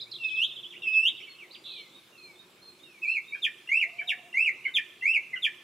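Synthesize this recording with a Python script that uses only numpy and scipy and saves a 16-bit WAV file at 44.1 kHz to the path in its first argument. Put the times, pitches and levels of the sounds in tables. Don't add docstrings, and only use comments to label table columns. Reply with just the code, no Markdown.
import sys
import numpy as np
from scipy import signal
from scipy.fft import rfft, irfft, next_fast_len
from scipy.io import wavfile
from scipy.ndimage import uniform_filter1d, map_coordinates

SR = 44100
rng = np.random.default_rng(int(sys.argv[2]) if len(sys.argv) > 2 else 0)


def generate_wav(signal):
    frames = np.transpose(np.atleast_2d(signal))
    scaled = np.clip(frames, -1, 1) * 32767
    pcm = np.round(scaled).astype(np.int16)
    wavfile.write(sys.argv[1], SR, pcm)


def decibels_to_gain(level_db):
    exponent = np.asarray(level_db, float) / 20
    return 10 ** exponent


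N = 248283
T = np.arange(N) / SR

# (t/s, f/Hz, level/dB)
SCOOP_HOLDS = [
    [(.185, 2790, -44), (.22, 2690, -36.5), (.25, 2580, -28.5), (.28, 2577, -36.5), (.32, 2532, -29),
     (.36, 2591, -36.5), (.39, 2610, -26)],
    [(.82, 2786, -33.5), (.85, 2673, -34.5), (.88, 2566, -25.5), (.915, 2590, -36), (.96, 2612, -21),
     (1.0, 2618, -23), (1.027, 2648, -23.5)],
]
# (t/s after the hold, f/Hz, level/dB over the end of the hold)
SCOOP_FLICK = [(.026, 2827, 1), (.046, 3184, 3), (.061, 3720, -2.5), (.072, 3800, -25)]


def scoop_notes():
    notes = []
    for hold in SCOOP_HOLDS:
        end_s, _, end_db = hold[-1]
        flick = played(SCOOP_FLICK, [(end_s, 1, end_db)])[0]
        notes.append(hold + flick)
    return notes


# (t/s, f/Hz, level/dB)
WARBLE = [(3.018, 2530, -42), (3.035, 2635, -29), (3.055, 2294, -33), (3.075, 2410, -29.5),
          (3.1, 2630, -23.5), (3.132, 2707, -33.5)]
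# (share of length, share of pitch span, level/dB against the note)
PIP_SHAPE = [(0, 0.44, -3.5), (.5, .7, 0.5), (1, 1, -13)]
RISE_SHAPE = [(0, 0.085, -8), (.26, .28, 0.5), (.55, .72, -0.5), (.8, .84, 2), (1, 1, -14)]
FALL_SHAPE = [(0, 0.033, -6.5), (.45, .55, 0), (1, 1, -1)]
# (t/s, length t/s, from f/Hz, to f/Hz, level/dB)
PIPS = [(3.674, 0.025, 2543, 2914, -34), (4.328, 0.024, 2834, 2720, -33), (5.011, 0.025, 2693, 2770, -36)]
RISES = [(3.69, 0.11, 1949, 2845, -23.5), (4.34, .107, 1912, 2819, -23.5), (5.023, 0.11, 1901, 2818, -23.5)]
FALLS = [(3.136, 0.047, 2884, 2120, -27.5), (3.8, 0.04, 3070, 1988, -23), (4.447, .048, 3000, 1993, -22.5),
         (5.134, 0.04, 3010, 2110, -21.5)]


def arch_notes():
    return [WARBLE] + glided(PIP_SHAPE, PIPS) + glided(RISE_SHAPE, RISES) + glided(FALL_SHAPE, FALLS)


# (share of length, share of pitch span, level/dB against the note)
CHUCK_SHAPE = [(0, 0, -2.5), (.45, .6, 2), (1, 1, -8.5)]
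BREAK_SHAPE = [(0, 0.014, -2), (1, 1, -5)]
SWELL_SHAPE = [(0, 0, -7), (.3, .36, 0), (.65, .67, -3), (1, 1, -8)]
# (t/s, length t/s, from f/Hz, to f/Hz, level/dB)
CHUCKS = [(3.322, .032, 2227, 2470, -32.5), (3.985, .027, 2400, 2210, -31),
          (4.651, .022, 2277, 2024, -24.5), (5.332, 0.018, 2106, 1991, -27)]
BREAKS = [(3.35, 0.01, 1746, 1543, -39.5), (4.011, .011, 1890, 1460, -39.5),
          (4.675, 0.012, 1750, 1480, -43.5), (5.356, 0.013, 1640, 1390, -43.5)]
UPPERS = [(3.352, 0.03, 3200, 3230, -54), (3.4, 0.011, 2850, 2810, -55), (3.98, 0.018, 3030, 3080, -46),
          (4.018, .017, 2960, 3210, -49), (4.64, 0.019, 2870, 3010, -42), (4.677, 0.017, 3070, 2950, -39),
          (5.359, .022, 3130, 2780, -35.5)]


def chuck_notes():
    return glided(CHUCK_SHAPE, CHUCKS) + glided(BREAK_SHAPE, BREAKS) + glided(SWELL_SHAPE, UPPERS)


# (t/s after start, f/Hz before the ratio, level/dB against the sweep)
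SWEEP_THREE_STEPS = [(0, 3832, -20), (.014, 3507, -2.5), (.029, 3094, 0), (.031, 2720, -2), (.033, 2440, 1),
                     (.044, 2350, -8), (.046, 2100, -12.5), (.048, 1822, -7), (.058, 1714, -17.5)]
SWEEP_FOUR_STEPS = [(0, 3860, -20), (.01, 3810, -4), (.019, 3373, -1), (.023, 2754, 4.5),
                    (.031, 2804, -1.5), (.036, 2367, 2), (.046, 2116, -8), (.05, 1798, -5),
                    (.059, 1650, -18)]
# (t/s, pitch ratio, level/dB)
SWEEPS_THREE = [(3.419, 1.0, -23), (4.738, 1, -21), (5.42, .99, -22)]
SWEEPS_FOUR = [(4.072, 0.99, -25.5)]


def sweep_notes():
    return played(SWEEP_THREE_STEPS, SWEEPS_THREE) + played(SWEEP_FOUR_STEPS, SWEEPS_FOUR)


# (multiple of the pitch, level/dB in scoops,
# level/dB in arches and, for the first row only, chucks, level/dB in sweeps)
OVERTONES = [(2, -31.5, -34.5, -32), (3, -37, -35, -32), (4, -43, -44.5, -39), (5, -69, -49.5, -41.5)]
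# (delay t/ms, left level/dB, right level/dB)
ECHOES = [(0, 14.5, 13), (1.588, -0.5, -4.5), (3.109, -6.5, 8), (6.009, 6, 4), (7.738, 12, 6.5),
          (10.48, 1.5, -2), (12.331, -6, 12), (13.86, -5, -8), (15.93, -12.5, -3.5), (19.5, 5, -7),
          (21.5, -11.5, -20), (24.3, -9, -13.5), (27, 5.5, -2)]


def thrush():
    k, scoop_db, arch_db, sweep_db = np.transpose(OVERTONES)

    def sing(notes, overtone_db, waver=0.0024):
        return whistle(notes, list(zip(k, overtone_db)), edge=0.0022, waver=waver)

    song = sing(scoop_notes(), scoop_db) + sing(arch_notes(), arch_db)
    song = song + sing(chuck_notes(), arch_db[:1], waver=0.013) + sing(sweep_notes(), sweep_db)
    bushy_tail = decibels_to_gain(-12.5) * scatter(song, stretch=0.22, rise=0.0057)
    long_tail = decibels_to_gain(-24.5) * scatter(song, stretch=1.55, rise=0.022)
    return (arrivals(song, ECHOES) + bushy_tail + long_tail) * decibels_to_gain([[-1.5], [1.5]])


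# (t/s, length t/s, from f/Hz, turning f/Hz, to f/Hz, level/dB at the turn)
CHIRPS = [(.005, 0.035, 4500, 5140, 4500, -53.5), (0, 0.034, 3240, 4210, 3470, -40),
          (0.115, 0.015, 5340, 4250, 3870, -38.5), (.132, .014, 3570, 3210, 3600, -45.5),
          (0.14, .028, 3460, 4200, 3190, -41), (0.234, 0.0183, 2940, 3694, 3610, -40.5)]


def chirp_notes():
    notes = []
    for s, length, from_hz, turn_hz, to_hz, db in CHIRPS:
        notes.append([(s, from_hz, db + 1), (s + 0.3 * length, turn_hz, db), (s + length, to_hz, db + 1)])
    return notes


# (t/s after start, f/Hz before the ratio, level/dB against the note)
DIP_SHAPE = [(0, 3900, -6), (.01, 3380, -1.5), (.021, 3030, -4.5), (.033, 3500, -6), (.044, 3520, 0.5)]
PLUNGE_SHAPE = [(0, 3700, 3), (.01, 3425, -4.5), (.02, 3220, -1.5), (.041, 1962, -11.5), (.064, 2930, -0.5),
                (.08, 2994, -7)]
# (t/s, pitch ratio, level/dB)
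DIPS = [(.283, 1.0, -40), (.353, 1.023, -40.5), (.421, 1.15, -50), (.487, 1.027, -39.5), (.557, 1.0, -38.5),
        (.628, 0.96, -39.5)]
PLUNGES = [(.703, .98, -44.5), (.821, 1.015, -44), (.932, 1.01, -44.5), (1.05, 1.0, -46.5),
           (1.167, 1.02, -43.5)]
# (t/s after start, f/Hz, level/dB against the call)
PIPING_PARTS = [
    [(0, 4150, -8.5), (.019, 4234, -7.5), (.063, 4190, -3), (.11, 4160, -15)],
    [(.178, 3450, -13.5), (.202, 3630, -10)],
    [(.215, 3700, -1.5), (.239, 3730, -7), (.259, 3724, -11)],
]
# (t/s, pitch ratio, level/dB)
PIPINGS = [(1.732, 1.0, -49), (2.176, 1.0, -48.5), (2.616, 1.0, -48.5), (3.062, 1.0, -49)]
# (t/s, length t/s, from f/Hz, to f/Hz, level/dB)
SLIDES = [(0.055, 0.06, 2050, 2840, -60), (1.195, 0.039, 4970, 5980, -64), (1.261, 0.06, 2400, 2055, -54),
          (1.282, .075, 4360, 4240, -56.5), (1.383, 0.072, 3045, 1910, -48),
          (1.506, 0.018, 3520, 4710, -48), (1.529, 0.019, 4720, 4860, -47.5),
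          (1.553, 0.034, 4760, 4690, -55), (1.541, 0.023, 4500, 2076, -44.5), (1.657, .22, 2803, 2048, -53),
          (2.121, .23, 2823, 2138, -55.5), (2.837, .18, 2926, 2100, -57), (4.582, 0.079, 3480, 4110, -77)]


def far_notes():
    chatter = chirp_notes() + played(DIP_SHAPE, DIPS) + played(PLUNGE_SHAPE, PLUNGES)
    piping = [note for part in PIPING_PARTS for note in played(part, PIPINGS)]
    return chatter + piping + glided(SWELL_SHAPE, SLIDES)


# (t/s, centre f/Hz, pitch swing f/Hz, level/dB)
BUZZ = [(1.639, 3600, 197, -50), (1.658, 3673, 316, -41.5), (1.699, 3670, 252, -43),
        (1.741, 3750, 344, -43.5), (1.781, 3476, 350, -45), (1.805, 3120, 312, -46.5)]


def buzzing_bird():
    s, hz, swing_hz, db = np.transpose(BUZZ)
    shake = 2 * np.pi * np.cumsum(172 * (1 + 0.1 * wobble(90))) / SR
    swing = 1.2 * np.sin(shake) + 0.37 * wobble(400)
    pitch = np.interp(T, s, hz) + np.interp(T, s, swing_hz) * swing
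    level = np.interp(T, s, db, left=-120, right=-120)
    level = level + 3.4 * np.cos(shake - 0.35) + 1.3 * wobble(200)
    return decibels_to_gain(level) * np.sin(2 * np.pi * np.cumsum(pitch) / SR)


# (delay t/ms, left level/dB, right level/dB)
NEIGHBOUR_ECHOES = [(0, 11.5, 16.5), (5.1, -7, -17), (8.8, 7, -7), (12.9, -12.5, -4.5)]


def neighbours():
    buzz = buzzing_bird()
    song = whistle(far_notes(), [(6, -30.0)], edge=0.0037, waver=0.0049) + 0.85 * buzz
    tails = decibels_to_gain(-6.0) * scatter(song, stretch=0.15, rise=0.00097)
    tails = tails + decibels_to_gain(-14.0) * scatter(song, stretch=0.22, rise=0.0066)
    tails = tails + decibels_to_gain(-13.5) * scatter(song, stretch=2.2, rise=0.022)
    thicket = decibels_to_gain(-4) * scatter(buzz, stretch=0.26, rise=0.0015)
    return arrivals(song, NEIGHBOUR_ECHOES) + tails + thicket


# (t/s, f/Hz, level/dB)
LOW_CALL = [(3.839, 660, -62), (3.88, 677, -60), (4, 697.5, -59), (4.17, 709, -62), (4.27, 684, -61.5),
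            (4.31, 700, -74)]


def low_call():
    s, hz, db = np.transpose(LOW_CALL)
    since = T - 3.875
    pitch = np.interp(T, s, hz) * (1 + 0.045 * np.sin(2 * np.pi * 13.4 * since))
    level = np.interp(T, s, db, left=-120, right=-120)
    level = level + 3.8 * np.cos(2 * np.pi * 13.48 * since) + 3.3 * wobble(27)
    tone = np.sin(2 * np.pi * np.cumsum(pitch) / SR) * decibels_to_gain(level)
    return tone * decibels_to_gain([[-1.2], [1.2]]) + decibels_to_gain(-4) * scatter(tone, stretch=1.0, rise=0.0066)


# (f/Hz, relative level/dB per Hz)
AIR_COLOUR = [(15, -63), (25, -62.5), (64, -41), (113, -15), (274, -9), (349, -3), (742, -13), (997, -12),
              (1950, -15), (2490, -7.5), (2700, -13.5), (3630, -12.5), (4500, -17.5), (10600, -23),
              (15500, -30.5)]


def air_hiss():
    return decibels_to_gain(-59.5 + 0.13 * wobble(0.986)) * rush(lambda f: decibels_to_gain(along(AIR_COLOUR, f)), patchy_db=2.27)


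# (centre f/Hz, width f/Hz, middle level/dB)
DRONES = [(58, 10, -111), (184, 100, -73), (355, 23, -68.5), (1174, 240, -73)]


def drones():
    out = np.zeros((2, N))
    for hz, width, db in DRONES:
        swell = decibels_to_gain(db + 1.5 * wobble(3))
        out = out + swell * rush(lambda f: np.exp(-((f - hz) / width) ** 2), patchy_db=-0.6)
    return out


# (t/s, level/dB)
TRAFFIC = [(0.0, -65), (0.64, -69.5), (0.78, -63.5), (1.071, -71), (2.04, -80.5), (5.39, -75.5),
           (5.63, -82)]


def traffic():
    s, db = np.transpose(TRAFFIC)
    return decibels_to_gain(np.interp(T, s, db) - 4) * rush(lambda f: np.exp(-((f - 132) / 28) ** 2), patchy_db=4.0)


def background():
    return air_hiss() + drones() + traffic()


# (f/Hz, likeness from 0 to 1)
ALIKE = [(60, 0.86), (180, 0.98), (550, 0.95), (1650, 0.42), (4970, 0.43), (15000, 0.78)]
# (f/Hz, left minus right level/dB)
LEAN = [(60, 0), (240, 0.5), (950, -1.5), (3770, -1), (15000, 2.5)]


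def rush(colour, patchy_db):
    z = signal.stft(rng.standard_normal((2, N + 512)), nperseg=512)[2]
    field = uniform_filter1d(rng.standard_normal(z.shape[1:]), size=5, axis=0)
    field = uniform_filter1d(field, size=12, axis=1)
    pair = signal.istft(z * decibels_to_gain(patchy_db * unit(field)), nperseg=512)[1][:, :N]

    def mid_side_colour(hz):
        turn = np.arccos(np.clip(along(ALIKE, hz), -1, 1)) / 2
        return colour(hz) * [np.cos(turn), np.sin(turn)]

    mid, side = filtered(pair, mid_side_colour)
    both = np.array([mid + side, mid - side])
    return unit(filtered(both, lambda hz: decibels_to_gain(np.outer([0.5, -0.5], along(LEAN, hz)))))


# (f/Hz, level/dB)
BEAK = [(3500, -13), (5200, 1), (6500, -1), (8000, -2.5), (11000, 1), (13000, 2.5), (15500, -22.5)]


def whistle(notes, overtones, edge, waver):
    out, shake = np.zeros(N), wobble(150)
    level_flutter = {k: wobble(350) for k, _ in overtones}
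    phase_flutter = {k: wobble(350) for k, _ in overtones}
    for note in notes:
        s, hz, db = np.transpose(note)
        start, end = s[0] - edge, s[-1] + edge
        span = slice(max(int(start * SR), 0), int(end * SR))
        t = T[span]
        glide = uniform_filter1d(np.interp(t, s, hz), size=SR // 300, mode="nearest")
        glide = glide * (1 + waver * shake[span])
        phase = 2 * np.pi * np.cumsum(glide) / SR
        ease = np.clip(np.minimum(t - start, end - t) / (2 * edge), 0, 1) ** 2
        rough = np.clip(np.abs(np.gradient(glide)) * SR / 9000, 0.1, 1)
        tone = np.sin(phase)
        for k, level in overtones:
            overtone_db = level + along(BEAK, k * glide) + 2.1 * rough * level_flutter[k][span]
            tone = tone + decibels_to_gain(overtone_db) * np.sin(k * phase + 1.63 * rough * phase_flutter[k][span])
        out[span] += np.sqrt(2) * decibels_to_gain(np.interp(t, s, db)) * ease * tone
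    return out


# (f/Hz, t/s)
FIELD_DECAY = [(600, 0.4), (1600, 0.8), (2200, 0.7), (3500, 0.6), (6000, 0.44), (12000, 0.15)]
# (delay t/s, level/dB)
TAIL_BUMPS = [(.045, 0), (.097, 6), (0.149, 4), (.22, -10.5)]


def scatter(x, stretch, rise):
    hz, t, z = signal.stft(rng.standard_normal((2, SR)), SR, nperseg=256)
    decay = stretch * along(FIELD_DECAY, hz)[:, None]
    tail = signal.istft(z * decibels_to_gain(-60 * t / decay), SR, nperseg=256)[1]
    t = np.arange(tail.shape[1]) / SR
    bumps = sum(db * np.exp(-((t - s) / 0.0035) ** 2) for s, db in TAIL_BUMPS)
    tail = tail * (1 - np.exp(-(t / rise) ** 2)) * decibels_to_gain(bumps)
    tail = tail + 0.5 * tail[::-1]
    return signal.fftconvolve(x[None], tail / np.linalg.norm(tail[0]), axes=1)[:, :N]


def arrivals(x, table):
    ms, *db = np.transpose(table)
    gain = decibels_to_gain(np.array(db))
    gain = gain / np.sqrt(np.mean(np.sum(gain ** 2, axis=1)))
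    return filtered(x, lambda f: gain @ np.exp(-2j * np.pi * np.outer(ms / 1000, f)))


def played(shape, rows):
    return [[(s + ds, hz * ratio, db + step_db) for ds, hz, step_db in shape] for s, ratio, db in rows]


def glided(shape, rows):
    notes = []
    for s, length, from_hz, to_hz, db in rows:
        span_hz = to_hz - from_hz
        notes.append([(s + a * length, from_hz + b * span_hz, db + step_db) for a, b, step_db in shape])
    return notes


def unit(x):
    return x / np.sqrt(np.mean(x ** 2) + 1e-20)


def along(points, hz):
    f, v = np.transpose(points)
    return np.interp(np.log(hz + 1), np.log(f + 1), v)


def wobble(rate):
    coarse = np.arange(0, N + 8, 8) / SR
    knots = rng.standard_normal(int(N * rate / SR) + 4)
    return np.interp(T, coarse, map_coordinates(knots, [coarse * rate]))


def filtered(x, response):
    m = next_fast_len(N + SR // 2)
    return irfft(rfft(x, m) * response(np.fft.rfftfreq(m, 1 / SR)), m)[..., :N]


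def scene():
    return thrush() + neighbours() + low_call() + background()


def low_pass(x):
    return signal.sosfilt(signal.butter(12, 15660, fs=SR, output="sos"), x)


# (f/Hz, relative level/dB per Hz)
SELF_NOISE = [(6000, -31), (10500, -13), (12500, 9), (15600, 10), (16000, -54)]


def record(dry):
    hiss = filtered(rng.standard_normal((2, N)), lambda f: decibels_to_gain(along(SELF_NOISE, f)))
    mix = dry + decibels_to_gain([[-79], [-84]]) * unit(hiss)
    return low_pass(mix)


dry = scene()
out = record(dry)
generate_wav(out)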